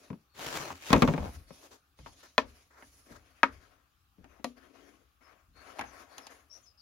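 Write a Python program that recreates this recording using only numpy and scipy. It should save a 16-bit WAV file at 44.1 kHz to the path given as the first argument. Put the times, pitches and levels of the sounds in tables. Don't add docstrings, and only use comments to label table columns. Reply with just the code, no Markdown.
import sys
import numpy as np
from scipy import signal
from scipy.fft import rfft, irfft, next_fast_len
from scipy.io import wavfile
from scipy.ndimage import uniform_filter1d, map_coordinates

SR = 44100
rng = np.random.default_rng(int(sys.argv[2]) if len(sys.argv) > 2 else 0)


def generate_wav(sig):
    pcm = np.round(np.clip(np.atleast_2d(sig).T, -1, 1) * 32767).astype(np.int16)
    wavfile.write(sys.argv[1], SR, pcm)


N = 300321
HIT = SR // 4

# (time [s], level [dB], thud trim [dB], crack trim [dB], pan left [dB], pitch [Hz])
KNOCKS = [(.1025, -39.5, 13.5, -21, 1, 445), (.13, -44, 4, -21.5, 3, 1460),
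          (.904, -22.5, 4, -12.5, 3, 1277), (.919, -24, -4, -16, 3, 2400), (.9295, -6, -3.5, -13, 3.5, 990),
          (.951, -19.5, 6, -25, 3, 800), (.962, -19.5, 4.5, -20, -2, 1900),
          (1.021, -9.5, -3.5, -16.5, 2.5, 2190), (1.027, -15.5, 8, -17, 1.5, 950),
          (1.076, -19, 6.5, -18, 0, 1100), (1.085, -21.5, 4, -20.5, 5.5, 800),
          (1.137, -25.5, 5.5, -18.5, 5, 850), (1.178, -26, 4, -24, 1, 905),
          (1.506, -42.5, 0.5, -23, 7, 500), (1.989, -49.5, -1.5, -8.5, 5.5, 445),
          (3.105, -57, 15, -18, 5, 450), (4.183, -64.5, 18.5, -24.5, 7.5, 450)]
# (frequency [Hz], level [dB])
KNOCK_EQ = [(18, -45), (30, -10.5), (75, -8), (102, -11.5), (150, -2), (255, -3), (324, -11), (546, -9),
            (787, -15.5), (874, -9.5), (1870, -24.5), (2360, -22.5), (2990, -29), (3680, -29),
            (4190, -32.5), (15500, -53.5)]

def knocks():
    return blows(KNOCKS, KNOCK_EQ, click_db=-8, ring_db=-9.5, late_db=-20.5,
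                 stretch=0.42, late_stretch=2.3, focus_db=2, focus_octaves=0.37,
                 thud_db=18.5, thud_tau=0.058, body_db=18, crack_db=20.5,
                 sizzle_db=-11.5, sizzle_t60=0.048)


def blows(cues, eq, *, click_db, ring_db, late_db, stretch, late_stretch, focus_db, focus_octaves,
          thud_db, thud_tau, body_db, crack_db, sizzle_db, sizzle_t60):
    out, t, modes = np.zeros((2, N)), np.arange(HIT) / SR, decaying(SHELL_MODES)
    tone = lambda hz: amp(along(eq, hz))
    for s, db, thud_trim, crack_trim, pan_db, pitch_hz in cues:
        reflections = stereo(scatter(stretch) + amp(late_db) * scatter(late_stretch))
        burst = filtered(amp(click_db) * (t == 0) + reflections, lambda hz: causal(tone(hz)))
        hit = norm(burst) + amp(ring_db) * shell_ring(modes)
        low_cut_hz = min(11.5 / amp(db / 2), 110)
        lows = band(band(band(hit, low_cut_hz, "high"), 350, "low"), 540, "low")
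        thud = amp(thud_db + thud_trim) * norm(lows * np.exp(-t / thud_tau))
        favour = lambda hz: causal(bell(hz, pitch_hz, focus_db, focus_octaves))
        body = amp(body_db) * norm(filtered(band(hit, [450, 2900], "band"), favour))
        sizzle = filtered(rng.standard_normal((2, HIT)), tone) * amp(-60 * t / sizzle_t60)
        crack = norm(band(hit, 3300, "high")) + amp(sizzle_db) * norm(band(sizzle, 2700, "high"))
        add(out, amp(db) * placed(thud + body + amp(crack_db + crack_trim) * crack, pan_db), s)
    return out


# (frequency [Hz], level [dB], t60 [s])
SHELL_MODES = [(207, -19, 0.2), (255, -7.5, 0.048), (270, -6, 0.21), (400, -12, 0.045), (549.2, -10, 0.076),
               (615, -8, 0.09), (740, -3, 0.035), (946, -1.5, 0.057), (1092, 1, 0.039), (1296, -4, 0.055),
               (1617, -2.5, 0.033), (1846, -10, 0.056), (2216, -7.5, 0.059), (2490, -6.5, 0.05),
               (3500, -13.5, 0.021)]

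def shell_ring(modes):
    count = len(modes)
    phase = rng.uniform(0, 2 * np.pi, count) + np.linspace(.1, 1, count) * rng.standard_normal((2, count))
    strength = amp(rng.normal(0, 1.5, count))
    return norm(np.real((strength * np.exp(1j * phase)) @ modes))


def boxy(x, ring_db):
    drive = rng.standard_normal((1, N))
    ringing = signal.fftconvolve(drive, shell_ring(decaying(SHELL_MODES)), axes=1)[:, :N]
    return unit(x) + amp(ring_db) * unit(ringing)


# (time [s], scrape level [dB], hiss level [dB])
SLIDE_FADERS = [(0.345, -67.5, -71.5), (0.375, -53, -56), (0.41, -43, -46.5), (0.6, -40.5, -45),
                (0.72, -48, -54.5), (0.738, -57.5, -61), (0.81, -63, -59.5), (0.888, -47.5, -46),
                (0.9, -43, -46.5)]
# (frequency [Hz], level [dB])
SCRAPE_EQ = [(24, -34), (40, -5), (162, 0), (247, -11), (309, 2), (903, -1), (1490, -2), (5050, -12),
             (6160, -10), (8110, -15.5), (15500, -25.5)]

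def slide():
    scrape_db, hiss_db = curves(SLIDE_FADERS)
    slips = friction(SCRAPE_EQ, rate=450, grain_db=-1, patchy_db=1.7)
    scrape = amp(scrape_db + 0.5) * unit(band(boxy(slips, ring_db=-8.5), 2500, "low")) * sides(2.2)
    hiss = amp(hiss_db + 3) * unit(band(slips, 2500, "high"))
    judder = amp(wobble(60))
    return gesture(start=.33, length=0.6, rise=0.018, t60=1, swell_db=0.5) * judder * (scrape + hiss)


# (frequency [Hz], level [dB])
RATTLE_EQ = [(60, -27), (140, -2), (270, -4.5), (335, -13), (560, -11), (700, -12.5), (850, -11.5),
             (1080, -19.5), (1500, -25.5), (2500, -32), (5000, -35.5), (12000, -51)]

def rattle():
    contacts = boxy(friction(RATTLE_EQ, rate=140, grain_db=2.5, patchy_db=0.5), ring_db=-18)
    jostle = gesture(start=.9, length=0.36, rise=.03, t60=0.2, swell_db=3.5)
    return amp(-39) * jostle * unit(contacts) * sides(1.1)


# (time [s], level [dB], thud trim [dB], crack trim [dB], pan left [dB], pitch [Hz])
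SNAPS = [(2.3802, -14, -16, -7.5, 6, 640), (3.4320, -10, -18, -15.5, 6, 1601),
         (4.4438, -28, -8, -15, 8, 507)]
# (frequency [Hz], level [dB])
SNAP_EQ = [(35, -48.5), (60, -17), (145, -23.5), (259, -3.5), (320, -8.5), (410, -7.5), (613, -4.5),
           (705, -12.5), (1050, -4), (1670, -7.5), (2980, -21), (5000, -27), (15500, -56.5)]

def snaps():
    return blows(SNAPS, SNAP_EQ, click_db=4, ring_db=-3, late_db=-10.5,
                 stretch=0.34, late_stretch=1, focus_db=9, focus_octaves=1.1,
                 thud_db=21.5, thud_tau=0.35, body_db=20, crack_db=21, sizzle_db=-8, sizzle_t60=0.14)


# (frequency [Hz], level [dB], t60 [s])
FIRST_CATCH_MODES = [(450, -21.5, .055), (1013, -19.5, .06), (1394, -17, 0.019), (1770, -23.5, 0.066),
                     (2498, -27, 0.043), (3454, -15.5, 0.014), (4310, -11, 0.0097)]
SECOND_CATCH_MODES = [(552, -21.5, .06), (949.6, -17, 0.052), (1264, -20.5, 0.068), (1610, -16.5, 0.05),
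                      (2430, -22, .035), (2670, -22.5, 0.021)]
HANDLE_MODES = [(244.5, -36.5, 0.26), (500, -30, 0.055), (708, -33.5, 0.072), (1160, -41, 0.089),
                (1900, -35, 0.043), (4100, -44, 0.086)]

def snap_rings():
    out = np.zeros((2, N))
    for (s, _, _, _, pan_db, _), part in zip(SNAPS, [FIRST_CATCH_MODES, SECOND_CATCH_MODES, HANDLE_MODES]):
        add(out, placed(np.imag(decaying(part).sum(axis=0)), pan_db), s)
    return out


# (time [s], level [dB], thud trim [dB], crack trim [dB], pan left [dB], pitch [Hz])
TICKS = [(.704, -28, -11, -29.5, -2.5, 1231), (2.0615, -34.5, -17.5, -42, 9, 1010),
         (2.824, -40.5, -13, -26, 2.5, 1767), (4.243, -46, -6, -19, 10.5, 714),
         (4.396, -55.5, 3, -32, 17, 594), (4.4436, -43.5, -46, 9.5, 4.5, 2017),
         (5.787, -34.5, -21, -16.5, 4.5, 790), (5.792, -22.5, -17, -20, 5, 820),
         (5.811, -26, -24, -17.5, 9, 1750), (5.839, -33.5, -35, -31, -0.5, 790),
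         (6.181, -39, -20, -1, 4, 840), (6.268, -41.5, -20, -2, 6, 750)]
# (frequency [Hz], level [dB])
TICK_EQ = [(47, -45.5), (80, -5.5), (150, -18.5), (250, -8), (477, -14.5), (845, -4.5), (1430, -11),
           (2780, -13), (3700, -18.5), (7170, -19.5), (8180, -36.5), (9980, -19.5), (15500, -43)]

def ticks():
    return blows(TICKS, TICK_EQ, click_db=-6, ring_db=-9, late_db=-20.5,
                 stretch=0.51, late_stretch=2.3, focus_db=7, focus_octaves=0.34,
                 thud_db=20.5, thud_tau=0.2035, body_db=16, crack_db=20, sizzle_db=-10.5, sizzle_t60=0.24)


# (time [s], length [s], rasp level [dB], grit level [dB], pitch [Hz])
SCUFFS = [(1.208, 0.068, -47, -60.5, 745), (1.612, 0.046, -57, -58.5, 443), (1.697, 0.05, -56, -57, 446),
          (2.215, .042, -55.5, -58.5, 1900), (2.696, 0.115, -59.5, -70.5, 1900),
          (3.102, 0.065, -57, -62.5, 1500)]
# (time [s], pan left [dB])
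HAND_PAN = [(0, 4), (1.8, 2), (2.8, 0.5), (3.7, 11), (4.8, 12.5), (5.8, 10.5), (6.7, 7)]

def scuffs():
    pan_db, = curves(HAND_PAN)
    slips = friction(SCRAPE_EQ, rate=1200, grain_db=-8, patchy_db=1)
    rasp = band(band(boxy(slips, ring_db=-6), [280, 2200], "band"), 2400, "low")
    grit = unit(band(slips, 3400, "high"))
    out = np.zeros((2, N))
    for s, length, rasp_db, grit_db, pitch_hz in SCUFFS:
        span = slice(round(s * SR), round(s * SR) + SR // 2)
        pressure = gesture(s, length, rise=0.022, t60=.11, swell_db=2.5)[span]
        tuned_rasp = unit(touched(rasp[:, span], pitch_hz))
        out[:, span] += pressure * (amp(rasp_db) * tuned_rasp + amp(grit_db) * grit[:, span])
    judder = amp(2.2 * wobble(90))
    return out * judder * sides(pan_db)


# (time [s], length [s], rub level [dB], swish level [dB], pitch [Hz])
STROKES = [(-.04, 0.061, -57, -61, 310), (1.149, 0.21, -58, -58, 14100), (1.459, 0.16, -62.5, -59.5, 499),
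           (1.951, 0.18, -66.5, -61.5, 4500), (2.15, 0.09, -66, -62, 4460),
           (2.436, 0.15, -65.5, -63.5, 1345), (2.758, 0.26, -68, -62, 11300),
           (3.054, 0.067, -57.5, -67.5, 297), (3.162, 0.38, -69, -69.5, 1577),
           (3.486, 0.17, -67, -71, 1230), (3.707, 0.022, -69, -85.5, 1085), (4.16, 0.15, -68, -78, 400),
           (4.286, 0.036, -67.5, -75.5, 1430), (4.553, 0.089, -60.5, -69.5, 270),
           (4.717, 0.17, -60.5, -66, 269), (5.197, 0.098, -60.5, -71, 1350),
           (5.533, 0.18, -56.5, -63.5, 1414), (5.599, 0.41, -56, -63.5, 1125),
           (5.92, 0.05, -62.5, -66, 10500), (6.073, 0.17, -57, -63, 1160), (6.272, 0.091, -66.5, -92, 1200),
           (6.297, 0.033, -72.5, -63, 11160), (6.505, 0.077, -66, -64.5, 628)]
# (frequency [Hz], level [dB])
CLOTH_EQ = [(88, -28), (150, -7), (213, -11), (268, -4), (332, -8), (708, -6.5), (877, -16), (1090, -11),
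            (2060, -12.5), (3550, -21.5), (6470, -22), (8170, -31.5), (9360, -23.5), (10900, -26),
            (15500, -43)]

def rustle():
    pan_db, = curves(HAND_PAN)
    cloth = boxy(friction(CLOTH_EQ, rate=600, grain_db=-10, patchy_db=2.5), ring_db=-7)
    layers = np.array([band(cloth, [210, 3000], "band"), band(cloth, 3700, "high")])
    rub, swish = np.zeros((2, 2, N))
    for s, length, rub_db, swish_db, pitch_hz in STROKES:
        span = slice(max(round(s * SR), 0), round(s * SR) + SR)
        pressure = gesture(s, length, rise=0.28 * length, t60=0.56, swell_db=5.5)[span]
        mids, highs = touched(layers[..., span], pitch_hz)
        rub[:, span] += amp(rub_db) * pressure * unit(mids)
        swish[:, span] += amp(swish_db) * pressure * unit(highs)
    jerks = amp(1.75 * wobble(45))
    return jerks * (rub * sides(pan_db) + swish * sides(0.19 * pan_db))


# (frequency [Hz], bandwidth [Hz], level [dB])
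CABIN_MODES = [(59.4, 6.1, -0.5), (85.5, 5.5, -0.5), (162, 12, -1), (237, 7.4, -8.5)]

def boom(x):
    return filtered(x, lambda hz: sum(amp(db) * 1j * hz * width / (centre ** 2 - hz ** 2 + 1j * hz * width)
                                      for centre, width, db in CABIN_MODES))


# (frequency [Hz], t60 [s])
CABIN_DECAY = [(70, 0.1), (250, 0.78), (600, 0.21), (2000, 0.18), (6000, 0.045), (12000, 0.059)]

def scatter(stretch):
    hz, t, spectra = signal.stft(rng.standard_normal((2, HIT)), SR, nperseg=256)
    t60 = stretch * along(CABIN_DECAY, hz)[:, None]
    return norm(signal.istft(spectra * amp(-60 * t / t60) / np.sqrt(t60), SR, nperseg=256)[1][:, :HIT])


# (time [s], level [dB])
RUMBLE_SWELLS = [(1.17, -38), (1.322, -54), (1.98, -54.5), (2.411, -55.5), (2.84, -73), (3.09, -59),
                 (3.47, -56), (4.17, -62.5), (5.461, -65), (5.81, -62)]
# (frequency [Hz], level [dB])
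RUMBLE_EQ = [(22, -12.5), (43, 1), (65, 9.5), (97, 1), (200, -13), (280, -13), (390, -33.5), (660, -120)]

def floor():
    swells = sum(amp(db) * gesture(s, length=0.058, rise=0.037, t60=0.39, swell_db=-1.5)
                 for s, db in RUMBLE_SWELLS)
    pan_db, = curves(HAND_PAN)
    rumble = unit(friction(RUMBLE_EQ, rate=15, grain_db=-13, patchy_db=0.5))
    return (amp(-74.5) + swells) * rumble * sides(0.38 * pan_db)


# (time [s], length [s], start pitch [Hz], middle pitch [Hz], end pitch [Hz], level [dB])
BIRD_NOTES = [(0.293, 0.16, 4450, 4350, 4300, -70), (5.223, 0.053, 5430, 5170, 5220, -69.5),
              (5.531, 0.092, 4230, 4380, 4520, -65.5), (5.85, 0.06, 6560, 6200, 5900, -64),
              (6.095, 0.073, 4380, 4580, 5050, -65), (6.217, 0.045, 5240, 5000, 4700, -61),
              (6.497, 0.07, 5310, 5697, 5680, -50.5), (6.623, 0.036, 7000, 6340, 5460, -64),
              (6.659, 0.025, 5280, 5130, 5000, -58), (6.775, 0.033, 5157, 4843, 4400, -55)]

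def bird():
    song = np.zeros((2, N))
    for s, length, start_hz, middle_hz, end_hz, db in BIRD_NOTES:
        progress = np.linspace(0, 1, int(length * SR))
        flutter = 1 + .03 * unit(uniform_filter1d(rng.standard_normal(len(progress)), size=24))
        glide_hz = np.polyval(np.polyfit([0, .5, 1], [start_hz, middle_hz, end_hz], 2), progress)
        envelope = amp(db) * np.abs(np.sin(np.pi * progress)) ** 0.32
        add(song, envelope * np.sin(2 * np.pi * np.cumsum(flutter * glide_hz) / SR), s)
    echo = signal.fftconvolve(song, scatter(stretch=3), axes=1)[:, :N]
    return (amp(-13) * song + amp(-4) * echo) * sides(15)


# (frequency [Hz], level [dB])
HUSH_EQ = [(150, -34), (250, -7), (282, -4.5), (573, -19.5), (823, -5.5), (913, -15.5), (1180, -0.5),
           (2060, -16), (2570, -10.5), (8180, -19), (12400, -17.5), (15500, -20.5)]

def hush():
    return amp(-75) * unit(friction(HUSH_EQ, rate=900, grain_db=-20.5, patchy_db=-2)) * sides(1)


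def friction(eq, rate, grain_db, patchy_db):
    slips = (rng.random((2, N)) < rate / SR) * rng.standard_normal((2, N))
    spectra = signal.stft(rng.standard_normal((2, N)) + amp(grain_db) * unit(slips), nperseg=512)[2]
    patches = uniform_filter1d(rng.standard_normal(spectra.shape[1:]), size=6, axis=0)
    patches = uniform_filter1d(patches, size=10, axis=1)
    pair = signal.istft(spectra * amp(patchy_db * unit(patches)), nperseg=512)[1][:, :N]
    return filtered(stereo(pair), lambda hz: causal(amp(along(eq, hz))))


def gesture(start, length, rise, t60, swell_db):
    gain, first = np.zeros(N), max(round(start * SR), 0)
    t = np.arange(first, min(first + SR, N)) / SR - start
    onset = np.sin(np.pi / 2 * np.clip(t / rise, 0, 1)) ** 2
    pressure_db = swell_db * (np.clip(t / length, 0, 1) - 1.5)
    release_db = -60 * np.maximum(t - length, 0) / t60
    gain[first:first + len(t)] = onset * amp(pressure_db + release_db)
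    return gain


def touched(x, pitch_hz):
    return filtered(x, lambda hz: bell(hz, pitch_hz, db=6, octaves=0.93))


def decaying(table):
    hz, db, t60 = np.transpose(table)[:, :, None]
    t = np.arange(HIT) / SR
    attack = 1 - np.exp(-t / 0.00064)
    return amp(db - 60 * t / t60) * np.exp(2j * np.pi * hz * t) * attack


# (frequency [Hz], share [0-1])
PAN_SHARE = [(100, 0.13), (400, 0.96), (1000, 0.38), (2400, 0.071), (5000, .05), (9000, .35)]

def placed(x, pan_db):
    lead_s = np.array([[.5], [-.5]]) * pan_db * 1e-5 - .0002
    gains = lambda hz: sides(pan_db * along(PAN_SHARE, hz))
    return filtered(x, lambda hz: causal(gains(hz)) * np.exp(2j * np.pi * hz * lead_s))


# (frequency [Hz], coherence [0-1])
COHERENCE = [(100, 0.93), (300, 0.9), (650, 0.33), (1400, 0), (3100, 0.18), (7000, 0.061)]

def stereo(pair):
    turn = lambda hz: np.arccos(np.clip(along(COHERENCE, hz), -1, 1)) / 2
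    mid, side = filtered(pair, lambda hz: np.array([np.cos(turn(hz)), np.sin(turn(hz))]))
    return np.array([mid + side, mid - side])


def sides(pan_db):
    return amp(np.array([[.5], [-.5]]) * pan_db)


def amp(db):
    return 10 ** (np.asarray(db) / 20)


def unit(x):
    return x / np.sqrt(np.mean(x ** 2) + 1e-20)


def norm(x):
    return unit(x) / np.sqrt(x.shape[-1])


def along(points, hz):
    knots_hz, values = np.transpose(points)
    return np.interp(np.log(hz + 1), np.log(knots_hz + 1), values)


def curves(rows):
    times, *columns = np.transpose(rows)
    return [np.interp(np.arange(N) / SR, times, column) for column in columns]


def wobble(rate):
    return map_coordinates(rng.standard_normal(int(N * rate / SR) + 4), [np.arange(N) * rate / SR])


def bell(hz, centre_hz, db, octaves):
    return amp(db * np.exp(-(np.log2((hz + 1) / centre_hz) / octaves) ** 2))


def filtered(x, response):
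    n = x.shape[-1]
    padded = 2 * next_fast_len(n // 2 + 4096)
    return irfft(rfft(x, padded) * response(np.fft.rfftfreq(padded, 1 / SR)), padded)[..., :n]


def causal(gain):
    cepstrum = irfft(np.log(np.maximum(gain, 1e-6)))
    half = cepstrum.shape[-1] // 2
    cepstrum[..., 1:half] *= 2
    cepstrum[..., half + 1:] = 0
    return np.exp(rfft(cepstrum))


def band(x, hz, kind):
    return signal.sosfilt(signal.butter(3, hz, kind, fs=SR, output="sos"), x)


def add(out, x, s):
    room = out[:, max(round(s * SR), 0):][:, :x.shape[-1]]
    room += x[..., :room.shape[1]]


def scene():
    knock, snap, tick = knocks(), snaps(), ticks()
    cabin = boom(amp(-11.5) * knock + amp(2.5) * snap + amp(-9.5) * tick)
    handling = rattle() + slide() + scuffs() + rustle()
    return knock + snap + tick + snap_rings() + cabin + handling + floor() + hush() + bird()


def record(dry):
    # (frequency [Hz], level [dB])
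    left = [(6800, 1.5), (8300, -4.0), (9700, -11.0), (15000, 3.0)]
    right = [(6800, -0.5), (8300, -4.0), (9700, 3.0), (15000, 3.5)]
    heard = filtered(dry, lambda hz: causal(amp([along(left, hz), along(right, hz)])))
    heard = band(heard, 26, "high")
    rounded = heard / (1 + heard ** 6) ** (1 / 6)
    return filtered(rounded, lambda hz: hz < 15850)


dry = scene()
out = record(dry)
generate_wav(out)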